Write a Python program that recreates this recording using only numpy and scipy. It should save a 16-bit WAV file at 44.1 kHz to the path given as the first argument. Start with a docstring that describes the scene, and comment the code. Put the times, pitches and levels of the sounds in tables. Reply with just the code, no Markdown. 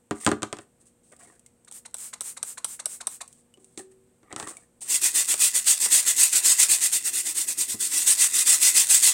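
"""A brush scrubs wet metal back and forth: noisy clicks of the bristles swell with every stroke.
Before that, the plastic brush knocks on a bucket: short bursts of noise over the ringing bucket wall.
A finger pump sprays seven times, with snaps, misty noise and sliding wet squelches; a metal tool bumps and rings.
Wet gloves rub and tick, and drops make tones that rise. Behind it all are a small room, still air and hum.
Both channels carry the same sound."""
import sys
import numpy as np
from scipy import signal
from scipy.fft import rfft, irfft
from scipy.io import wavfile
from scipy.ndimage import uniform_filter1d

SR = 44100
rng = np.random.default_rng(int(sys.argv[2]) if len(sys.argv) > 2 else 0)


def store_wav(level_fs):
    """Save 16-bit WAV to argv[1]."""
    pcm = np.round(np.clip(np.atleast_2d(level_fs), -1, 1) * 32767)
    wavfile.write(sys.argv[1], SR, pcm.T.astype(np.int16))


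N = 402633
TIME = np.arange(N) / SR

# rasp against hiss, in dB: the back stroke is coarser
FORWARD_RASP_DB, BACK_RASP_DB = -20.5, -19
# low push of the arm: relative level, and its dB per dB of hiss
SHOVE_DB, SHOVE_FOLLOWS = -50.5, 0.17
# the push is early in the stroke; both numbers are in half strokes
SHOVE_LEAD, SHOVE_WIDTH = 0.37, 0.9
# crackle: relative level, its dB per dB of hiss, and how far it lags behind the strokes
CRACKLE_DB, CRACKLE_FOLLOWS, CRACKLE_LAG_S = -2, 1.374, 0.042
# the bristles land on the metal, and the crackle takes this long to come in
TOUCH_S, SETTLE_S = 4.86, 0.031

# brush strokes, forward and back in turn: (middle [s], length [s], relative bristle hiss [dB])
BRUSH_STROKES = [(4.935, .063, -20.5), (5.054, 0.059, -19.5), (5.183, 0.059, -17.5), (5.309, 0.046, -19.5),
                 (5.439, 0.068, -16), (5.569, .043, -18.5), (5.701, 0.055, -15), (5.839, 0.057, -20),
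                 (5.956, 0.074, -16), (6.092, 0.048, -17.5), (6.221, 0.08, -16), (6.358, 0.053, -16.5),
                 (6.487, 0.078, -15), (6.619, 0.054, -14.5), (6.725, 0.053, -15), (6.845, 0.051, -18.5),
                 (6.952, 0.046, -19.5), (7.072, .047, -24.5), (7.172, 0.072, -23.5), (7.285, 0.055, -26),
                 (7.396, 0.068, -24), (7.502, 0.048, -26.5), (7.612, 0.054, -22.5), (7.714, 0.052, -26),
                 (7.84, 0.067, -25), (7.977, .11, -21.5), (8.099, 0.058, -16), (8.226, .073, -17),
                 (8.383, 0.077, -18), (8.511, .08, -15.5), (8.659, .078, -14.5), (8.79, .068, -14.5),
                 (8.936, .069, -14), (9.064, .067, -13.5)]
# resonances under the bristles: (pitch [Hz], width [Hz], lift [dB])
BRISTLE_RESONANCES = [(610, 100, 4), (1008, 69, 4), (2008, 136, 9.5), (2500, 110, 4), (2700, 126, 5.5),
                      (3540, 170, 5), (4180, 82, 1), (4590, 97, 0.5)]
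# colour of the bright bristle hiss: (frequency [Hz], relative level [dB])
HISS_COLOUR = [(1500, -61.5), (2500, -18), (4000, -13), (5500, -10.5), (6300, -7.5), (7100, -2.5),
               (7700, -1.5), (8350, 1.5), (9200, -4), (10500, -11), (12500, -17.5), (16000, -21)]
# colour of the duller rasp: (frequency [Hz], relative level [dB])
RASP_COLOUR = [(300, -23), (450, -16), (600, -10), (850, -6.5), (1300, -3.5), (1800, 2), (2300, 0.5),
               (3200, -7.5)]
# colour of the fine spit of the wet bristle tips: (frequency [Hz], relative level [dB])
FIZZ_COLOUR = [(2500, -20), (4500, -22), (7000, -12), (8400, 4.5), (10500, 0), (13000, -5), (16000, -12)]
# colour of the low push of the arm: (frequency [Hz], relative level [dB])
PUSH_COLOUR = [(40, -17.5), (110, -9), (200, -7), (320, 7), (400, 2.5), (520, -10), (1000, -48)]


def scrubbing():
    """Bristles flick off the metal, strongest in mid-stroke; a crackle follows the strokes a little late."""
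    hiss, rasp, push = np.zeros((3, N))  # these hold power, so that overlapping strokes add up
    for k, (s, length, db) in enumerate(BRUSH_STROKES):
        near = slice(round((s - 2 * length) * SR), round((s + 2 * length) * SR))
        u = 2 * (TIME[near] - s) / length  # -1 to 1 across the stroke
        steepness = np.where(u < 0, 3.8, 2.8)  # the bristles break loose faster than they stop
        speed = np.exp(-abs(u) ** steepness)
        rasp_db = BACK_RASP_DB if k % 2 else FORWARD_RASP_DB
        shove = np.exp(-((u + SHOVE_LEAD) / SHOVE_WIDTH) ** 2)
        hiss[near] += speed * amp(db) ** 2
        rasp[near] += speed ** 0.77 * amp(db + rasp_db) ** 2
        push[near] += shove * amp(SHOVE_DB + SHOVE_FOLLOWS * db) ** 2

    # the crackle runs on between strokes, filling the turns
    middles, _, stroke_db = np.transpose(BRUSH_STROKES)
    late_db = np.interp(TIME, middles + CRACKLE_LAG_S, stroke_db)
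    touching = np.clip((TIME - TOUCH_S) / SETTLE_S, 0, 1)
    crackle = amp(CRACKLE_DB + CRACKLE_FOLLOWS * late_db) * touching

    tufts = flutter(rate_hz=54, depth_db=1.25)  # whole tufts catch and let go together
    bright = np.sqrt(hiss) * grains(per_s=30000, spread_db=-0.5) * amp(-0.14)
    bright += crackle * grains(per_s=1800, spread_db=4.0) * amp(-7.5)
    dull = np.sqrt(rasp) * grains(per_s=5000, spread_db=0.5) * amp(1)
    dull += crackle * grains(per_s=1500, spread_db=4) * amp(-23.5)
    # the small power keeps the fizz going even when the pressure is light
    fizz = hiss ** 0.31 * grains(per_s=6000, spread_db=-1.5) * amp(-18)
    low = np.sqrt(push) * amp(1.5) * rng.standard_normal(N)

    bristles = colour(bright * tufts, HISS_COLOUR, BRISTLE_RESONANCES)
    bristles += colour(dull * tufts, RASP_COLOUR, BRISTLE_RESONANCES)
    bristles += colour(fizz * tufts, FIZZ_COLOUR)
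    # as the brush travels, other tufts touch the metal
    return shifting(bristles, depth_db=2.2) + colour(low, PUSH_COLOUR)


# the hollow clack lies between thud and crack in strength: offset [dB], and share of the way to the crack
CLACK_DB, CLACK_FROM_CRACK = -4.5, 0.48
THUMP_DB = -12.5  # deep thump against the thud
TOOL_HZ, TOOL_T60 = 379.5, 0.88  # ring of the metal tool; T60 in seconds, the time to fall by 60 dB
SOFT_BUMP_S, SOFT_THUMP_DB, SOFT_THUD_DB = 7.744, -40.5, -39  # a hand bumps the rim while scrubbing

# the plastic brush knocking on the bucket or the tool:
# (time [s], relative low thud [dB], relative sharp crack [dB])
BRUSH_KNOCKS = [(0.11, -19, -28), (0.2645, -17.5, -13.5), (0.275, -13.5, -22.5), (0.290, -28, -29),
                (0.316, -13.5, -24.5), (0.4215, -32, -30.5), (0.431, -27, -21.5), (0.528, -31, -26.5),
                (0.569, -47, -42), (0.587, -38, -39), (4.231, -51.5, -60.5), (4.327, -36, -33),
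                (4.3625, -35.5, -26.5), (4.3995, -34, -28), (4.427, -34, -33.5), (4.474, -45, -33.5),
                (5.341, -47, -17.5), (5.86, -43, -23)]
# the metal tool nudging the bucket:
# (time [s], relative low thud [dB], relative sharp crack [dB], relative ring [dB])
TOOL_NUDGES = [(3.574, -50, -55.5, -57), (3.776, -35, -30, -42), (3.793, -38, -39, -66)]
# colour of the deep thump: (frequency [Hz], relative level [dB])
THUMP_COLOUR = [(25, -27.5), (55, -13), (110, 3), (200, 0), (300, -0.5), (600, -32)]
# colour of the hollow clack: (frequency [Hz], relative level [dB])
CLACK_COLOUR = [(150, -29), (400, -4.5), (750, -1), (950, -3.5), (1200, 1), (1500, -5), (1800, -6.5),
                (2200, -12.5), (4000, -21)]
# colour of the sharp crack: (frequency [Hz], relative level [dB])
CRACK_COLOUR = [(900, -31.5), (2300, -2), (3500, -2), (5000, -7.5), (6800, -1.5), (8300, 4.5), (9500, -6.5),
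                (12000, -26.5), (16000, -37)]


def knocks():
    """Blows ring the bucket wall and add noisy bursts of thump, clack or crack; the tool rings on."""
    out = np.zeros(N)
    for s, thud_db, crack_db in BRUSH_KNOCKS:
        clack_db = thud_db + CLACK_FROM_CRACK * (crack_db - thud_db) + CLACK_DB
        add(out, s, amp(thud_db) * wall())
        add(out, s, amp(thud_db + THUMP_DB) * burst(THUMP_COLOUR, t60=0.15, spike=26))
        add(out, s, amp(clack_db) * burst(CLACK_COLOUR, t60=0.056, spike=4.2))
        add(out, s, amp(crack_db - 4.5) * burst(CRACK_COLOUR, t60=0.023, spike=13))
    for s, thud_db, crack_db, ring_db in TOOL_NUDGES:
        add(out, s, amp(thud_db) * wall() + amp(ring_db) * ring(TOOL_HZ, TOOL_T60))
        add(out, s, amp(crack_db - 6.0) * burst(CRACK_COLOUR, t60=0.023, spike=10))
    add(out, SOFT_BUMP_S, amp(SOFT_THUMP_DB) * burst(THUMP_COLOUR, t60=0.043, spike=11))
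    add(out, SOFT_BUMP_S, amp(SOFT_THUD_DB) * wall())
    return out


# ringing tones of the bucket and brush back:
# (middling pitch [Hz], relative level [dB], time to fall by 60 dB [s])
BUCKET_TONES = [(119.5, -6, 0.074), (218.4, -4, 0.15), (256.5, 0.5, 0.059), (308.7, 2, 0.13),
                (343.4, 0, 0.11), (414.5, 0.5, 0.14), (562, -7, 0.118), (739, -9, 0.14), (815, -11.5, .13),
                (1023, -10.5, 0.1), (1208, -10, .12), (1803, -18, .07)]


def wall():
    """The bucket wall rings after one blow as a sum of dying tones, each a little off pitch; peak 1."""
    sound = np.zeros(SR)
    for hz, db, t60 in BUCKET_TONES:
        sound += amp(db) * rng.choice([-1, 1]) * ring(hz * rng.uniform(0.96, 1.02), t60)
    return sound / abs(sound).max()


# the pump head going down: (time [s], relative snap [dB], relative mist [dB], mist length [s])
PUMP_PRESSES = [(1.713, -27, -42.5, 0.092), (1.943, -15, -38, 0.17), (2.208, -12.5, -35.5, 0.13),
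                (2.429, -9.5, -37.5, 0.12), (2.645, -8, -38.5, 0.13), (2.857, -7, -39, 0.13),
                (3.07, -7, -42, .115)]
# the pump springing back and sucking liquid: (time [s], relative level [dB])
PUMP_RETURNS = [(1.684, -47), (1.861, -38.5), (2.139, -33), (2.376, -35), (2.583, -33), (2.802, -33),
                (3.014, -32.5), (3.216, -31.5)]
# colour of the snap: (frequency [Hz], relative level [dB])
SNAP_COLOUR = [(200, -21), (430, -26), (580, -12), (1150, -32), (1800, -23), (3900, -9), (4800, -17.5),
               (5800, -5.5), (7000, -15), (8200, 8.5), (9300, -1), (12000, -16), (16000, -33)]
# colour of the mist: (frequency [Hz], relative level [dB])
MIST_COLOUR = [(300, -19.5), (600, -24.5), (1050, -19), (1500, -18), (4000, -18.5), (5700, -14),
               (7200, -4.5), (8400, 1.5), (10000, -6.5), (12500, -15), (16000, -19.5)]
# colour of the slurp: (frequency [Hz], relative level [dB])
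SUCK_COLOUR = [(250, -30), (550, -6.5), (800, -3.5), (1150, -2), (1600, -13.5), (2100, -3.5), (3000, -11),
               (4000, -1), (5000, -11), (8400, 5), (10500, -10), (15000, -36)]


def sprayer():
    """The pump snaps down, mist hisses up and away, and the piston slurps back with wet squelches."""
    out, mist, suck = np.zeros((3, N))
    t = TIME[:SR // 3]
    for s, snap_db, mist_db, length in PUMP_PRESSES:
        add(out, s, amp(snap_db - 13.5) * burst(SNAP_COLOUR, t60=0.033, spike=5.2))
        # the seal creaks just before the snap
        add(out, s - .007, amp(snap_db - 47) * squelch(from_hz=1600, to_hz=1000, length=0.0077))
        add(out, s + 0.00083, amp(snap_db - 30.5) * squelch(from_hz=1600, to_hz=590, length=0.01))
        add(mist, s, amp(mist_db) * np.exp(-abs((t / length - .55) / 0.34) ** 2.7))
    for s, db in PUMP_RETURNS:
        gulp = np.exp(-((t - .02) / 0.0063) ** 2)
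        tail = amp(-29) * (t > .02) * np.exp(-t / 0.029)
        add(suck, s - .02, amp(db) * (gulp + tail))
        creak_hz = 2100 * rng.uniform(0.76, 1.2)
        add(out, s - .011, amp(db - 11.5) * squelch(from_hz=creak_hz, to_hz=1080, length=0.0097))
        # the chamber refills
        add(out, s + .012, amp(db - 24.5) * squelch(from_hz=730, to_hz=1190, length=0.022))
    spray = colour(mist * rng.standard_normal(N), MIST_COLOUR)
    slurp = colour(suck * grains(per_s=7000, spread_db=2.5), SUCK_COLOUR)
    return out + spray + amp(-0.5) * slurp


def squelch(from_hz, to_hz, length):
    """Liquid forced through the valve: a short noisy resonance that slides in pitch."""
    u = np.arange(int(length * SR)) / (length * SR)
    hz = from_hz * (to_hz / from_hz) ** u
    sound = resonate(rng.standard_normal(len(u)), hz, width=320)
    return evened(resonate(sound, hz, width=1600)) * np.sin(np.pi * u) ** 0.71


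# each movement grips quickly, eases off (time constant) and dies away
RUB_ATTACK_S, RUB_RELEASE_S, RUB_TIRES_DB_PER_S = .012, .017, 14.5

# gloves and bristles shifting:
# (start [s], length [s], relative dull rub [dB], relative bright rustle [dB])
MOVEMENTS = [(0.145, 0.054, -54, -48.5), (0.2, 0.067, -46, -40), (0.60, .015, -57, -53),
             (0.798, .015, -68, -55), (0.853, .02, -72, -53), (1.028, 0.11, -82, -62),
             (1.115, 0.013, -49, -62), (1.187, .065, -54, -51), (1.265, .095, -60, -59),
             (3.27, 0.14, -73, -59.5), (3.59, .17, -78.5, -63), (3.772, 0.024, -46, -40),
             (3.906, .015, -64, -60), (4.235, .07, -62, -79), (4.298, 0.027, -42, -59),
             (4.37, 0.075, -40.5, -42.5), (4.467, 0.043, -40, -37.5), (4.529, .11, -62, -59),
             (4.806, 0.028, -50.5, -34), (4.851, .04, -57, -42)]
# small wet ticks of glove, nozzle and drops: (time [s], relative level [dB])
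WET_TICKS = [(0.248, -12), (1.123, -33.5), (1.165, -36), (1.197, -39), (1.395, -35.5), (1.463, -30.5),
             (1.648, -35), (1.724, -22.5), (1.911, -41), (1.968, -23), (1.984, -20.5), (2.004, -27),
             (2.219, -17), (2.450, -24), (3.278, -27), (3.328, -32), (3.540, -37), (3.645, -31.5),
             (4.569, -22.5)]
# bubbles ringing in the liquid: (time [s], starting pitch [Hz], level [dB])
BUBBLES = [(1.462, 2100, -57), (3.540, 2930, -48), (3.027, 1060, -43), (3.227, 1090, -42),
           (4.470, 1150, -32), (4.486, 1090, -38), (4.569, 2270, -43.5), (5.341, 610, -33.5)]
# colour of the dull rub: (frequency [Hz], relative level [dB])
RUB_COLOUR = [(120, -16.5), (330, 0.5), (550, -4), (750, -3), (1200, -5), (1900, -3), (2600, -13),
              (5000, -29.5)]
# hollow resonances that a rubbing glove excites: (pitch [Hz], width [Hz], lift [dB])
HOLLOW_RESONANCES = [(348, 90, 6), (730, 100, 9.5), (1201, 150, 6.5), (1880, 240, 6.5)]
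# colour of the bright rustle and the ticks: (frequency [Hz], relative level [dB])
RUSTLE_COLOUR = [(1500, -37.5), (2600, -21.5), (5300, -20), (7000, -11.5), (8400, -1.5), (9500, -9),
                 (11500, -28.5), (16000, -27)]


def small_sounds():
    """Wet gloves rub and tick, and drops trap bubbles whose pitch rises."""
    out, rub, rustle = np.zeros((3, N))
    t = TIME[:SR // 2]
    for s, length, rub_db, rustle_db in MOVEMENTS:
        grip = np.minimum(t / RUB_ATTACK_S, 1) * amp(-RUB_TIRES_DB_PER_S * t)
        move = grip * np.exp(-np.maximum(t - length, 0) / RUB_RELEASE_S)
        add(rub, s, amp(rub_db) * move)
        add(rustle, s, amp(rustle_db) * move)
    for s, db in WET_TICKS:
        add(out, s, amp(db - 17.5) * burst(RUSTLE_COLOUR, t60=0.03, spike=8))
    for s, hz, db in BUBBLES:
        add(out, s, amp(db) * ring(hz, t60=0.04, glide=1.3))
    hollow_rub = colour(rub * grains(per_s=550, spread_db=2.5), RUB_COLOUR, HOLLOW_RESONANCES)
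    out += amp(-3.5) * shifting(hollow_rub, depth_db=5.0)
    return out + amp(-2.0) * colour(rustle * grains(per_s=1600, spread_db=-0.5), RUSTLE_COLOUR)


AIR_DB = -66.5  # average (rms) level

# steady tones: mains hum and one other tone: (pitch [Hz], rms level [dB])
HUM_TONES = [(120, -78), (240, -72), (360, -79.5), (479.5, -74.5), (538, -82)]
# colour of the still air: (frequency [Hz], relative level [dB])
AIR_COLOUR = [(25, -13), (60, -3.5), (130, -3.5), (200, -1), (300, -5.5), (450, -10.5), (700, -13),
              (1200, -20), (2500, -24), (5200, -30.5), (7000, -23), (8400, -12.5), (10000, -26),
              (15000, -34)]


def background():
    """Still air is soft coloured noise; a faint mains hum and one other steady tone are sine tones."""
    hum = np.zeros(N)
    for hz, db in HUM_TONES:
        hum += amp(db) * np.sqrt(2) * np.sin(2 * np.pi * (hz * TIME + rng.random()))
    return hum + amp(AIR_DB) * colour(rng.standard_normal(N), AIR_COLOUR)


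# how long the workshop's echoes last: (frequency [Hz], time to fall by 60 dB [s])
ROOM_DECAY = [(150, 0.2), (500, 0.26), (2000, 0.21), (8000, 0.2), (15000, 0.2)]


def reflections(x, delay):
    """The room answers with sparse echoes of random sign, each band dying at its own speed."""
    sign = rng.choice([-1., 1.], SR // 2)
    taps = sign * (rng.random(SR // 2) < .1) * (TIME[:SR // 2] > delay)
    hz, t, z = signal.stft(taps, SR, nperseg=128)
    fade = amp(-60 * t / read(ROOM_DECAY, hz)[:, None])
    tail = signal.istft(z * fade, SR, nperseg=128)[1]
    return signal.oaconvolve(x, tail / np.linalg.norm(tail))[:N]


def amp(db):
    """Turns decibels into a gain."""
    return 10 ** (np.asarray(db) / 20)


def evened(x):
    """Scales a sound to an average (rms) level of 1."""
    return x / np.sqrt(np.mean(x ** 2) + 1e-20)


def read(points, hz):
    """Reads a table between its points on a log-frequency axis."""
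    f, value = np.transpose(points)
    return np.interp(np.log(hz + 1), np.log(f), value)


def add(mix, s, sound):
    """Mixes a sound in at time s."""
    part = mix[max(round(s * SR), 0):][:len(sound)]
    part += sound[:len(part)]


def colour(x, spectrum, resonances=(), size=4096):
    """Filters with the given spectrum and resonances, without pre-echo and with unit energy."""
    hz = np.fft.rfftfreq(size, 1 / SR)
    db = read(spectrum, hz)
    # beyond either end of the table the level falls by 12 dB an octave
    db = db - 12 * np.log2(np.maximum(spectrum[0][0] / (hz + 10), 1))
    db = db - 12 * np.log2(np.maximum(hz / spectrum[-1][0], 1))
    for f, width, lift in resonances:
        db = db + lift / (1 + (2 * (hz - f) / width) ** 2)
    # keeping half the cepstrum gives a filter that acts as early as it can (minimum phase)
    cepstrum = irfft(np.log(amp(db)))
    cepstrum[size // 2:] = 0
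    cepstrum[0] = 0
    taps = irfft(np.exp(rfft(2 * cepstrum)))
    return signal.oaconvolve(x, taps / np.linalg.norm(taps))[:len(x)]


def grains(per_s, spread_db):
    """Random clicks of uneven size, rms 1."""
    size = amp(spread_db * np.minimum(rng.exponential(1, N), 4))
    return evened(size * rng.choice([-1, 1], N) * (rng.random(N) < per_s / SR))


def flutter(rate_hz, depth_db):
    """A gain that wanders at random, made from slowed-down noise."""
    hz = np.fft.rfftfreq(N, 1 / SR)
    slow = irfft(rfft(rng.standard_normal(N)) / (1 + (hz / rate_hz) ** 4), N)
    return evened(amp(depth_db * evened(slow)))


def burst(spectrum, t60, spike):
    """A sharp contact and its quickly dying rattle; rms 1 over the first 5 ms."""
    t = TIME[:SR // 4]
    drive = rng.standard_normal(len(t)) * amp(-60 * t / t60)
    drive[0] += spike
    sound = colour(drive, spectrum)
    return sound / np.sqrt(np.mean(sound[:SR // 200] ** 2))


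def ring(hz, t60, glide=0):
    """One dying tone, whose pitch may rise by the share glide each second."""
    t = TIME[:SR]
    return np.sin(2 * np.pi * hz * (t + glide * t ** 2 / 2)) * amp(-60 * t / t60)


def resonate(x, hz, width):
    """A resonance that follows the curve hz: shift down to zero, smooth, shift back up."""
    turn = np.exp(2j * np.pi * np.cumsum(hz) / SR)
    r = np.exp(-np.pi * width / SR)
    return 2 * (turn * signal.lfilter([1 - r], [1, -r], x / turn + 1e-18)).real


def shifting(x, depth_db, size=(12, 3)):
    """The colour drifts in random patches; size is (time frames, frequency bins)."""
    z = signal.stft(x, SR, nperseg=512, noverlap=384)[2]
    patches = uniform_filter1d(rng.standard_normal(z.shape), size[0], 1)
    patches = uniform_filter1d(patches, size[1], 0)
    gain = evened(amp(depth_db * evened(patches)))
    return signal.istft(z * gain, SR, nperseg=512, noverlap=384)[1][:N]


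def scene():
    """Everything sounds straight ahead, with a little of the room."""
    near = scrubbing() + knocks() + sprayer() + small_sounds()
    mono = near + amp(-13.5) * reflections(near, delay=.008) + background()
    return np.array([mono, mono])


EDGE_HZ = 16000


def record(dry):
    """A steep low-pass filter takes away what lies above the edge."""
    taps = signal.firwin(511, EDGE_HZ, window=("kaiser", 9), fs=SR)
    return signal.oaconvolve(dry, taps[None], "same")


dry = scene()
out = record(dry)
store_wav(out)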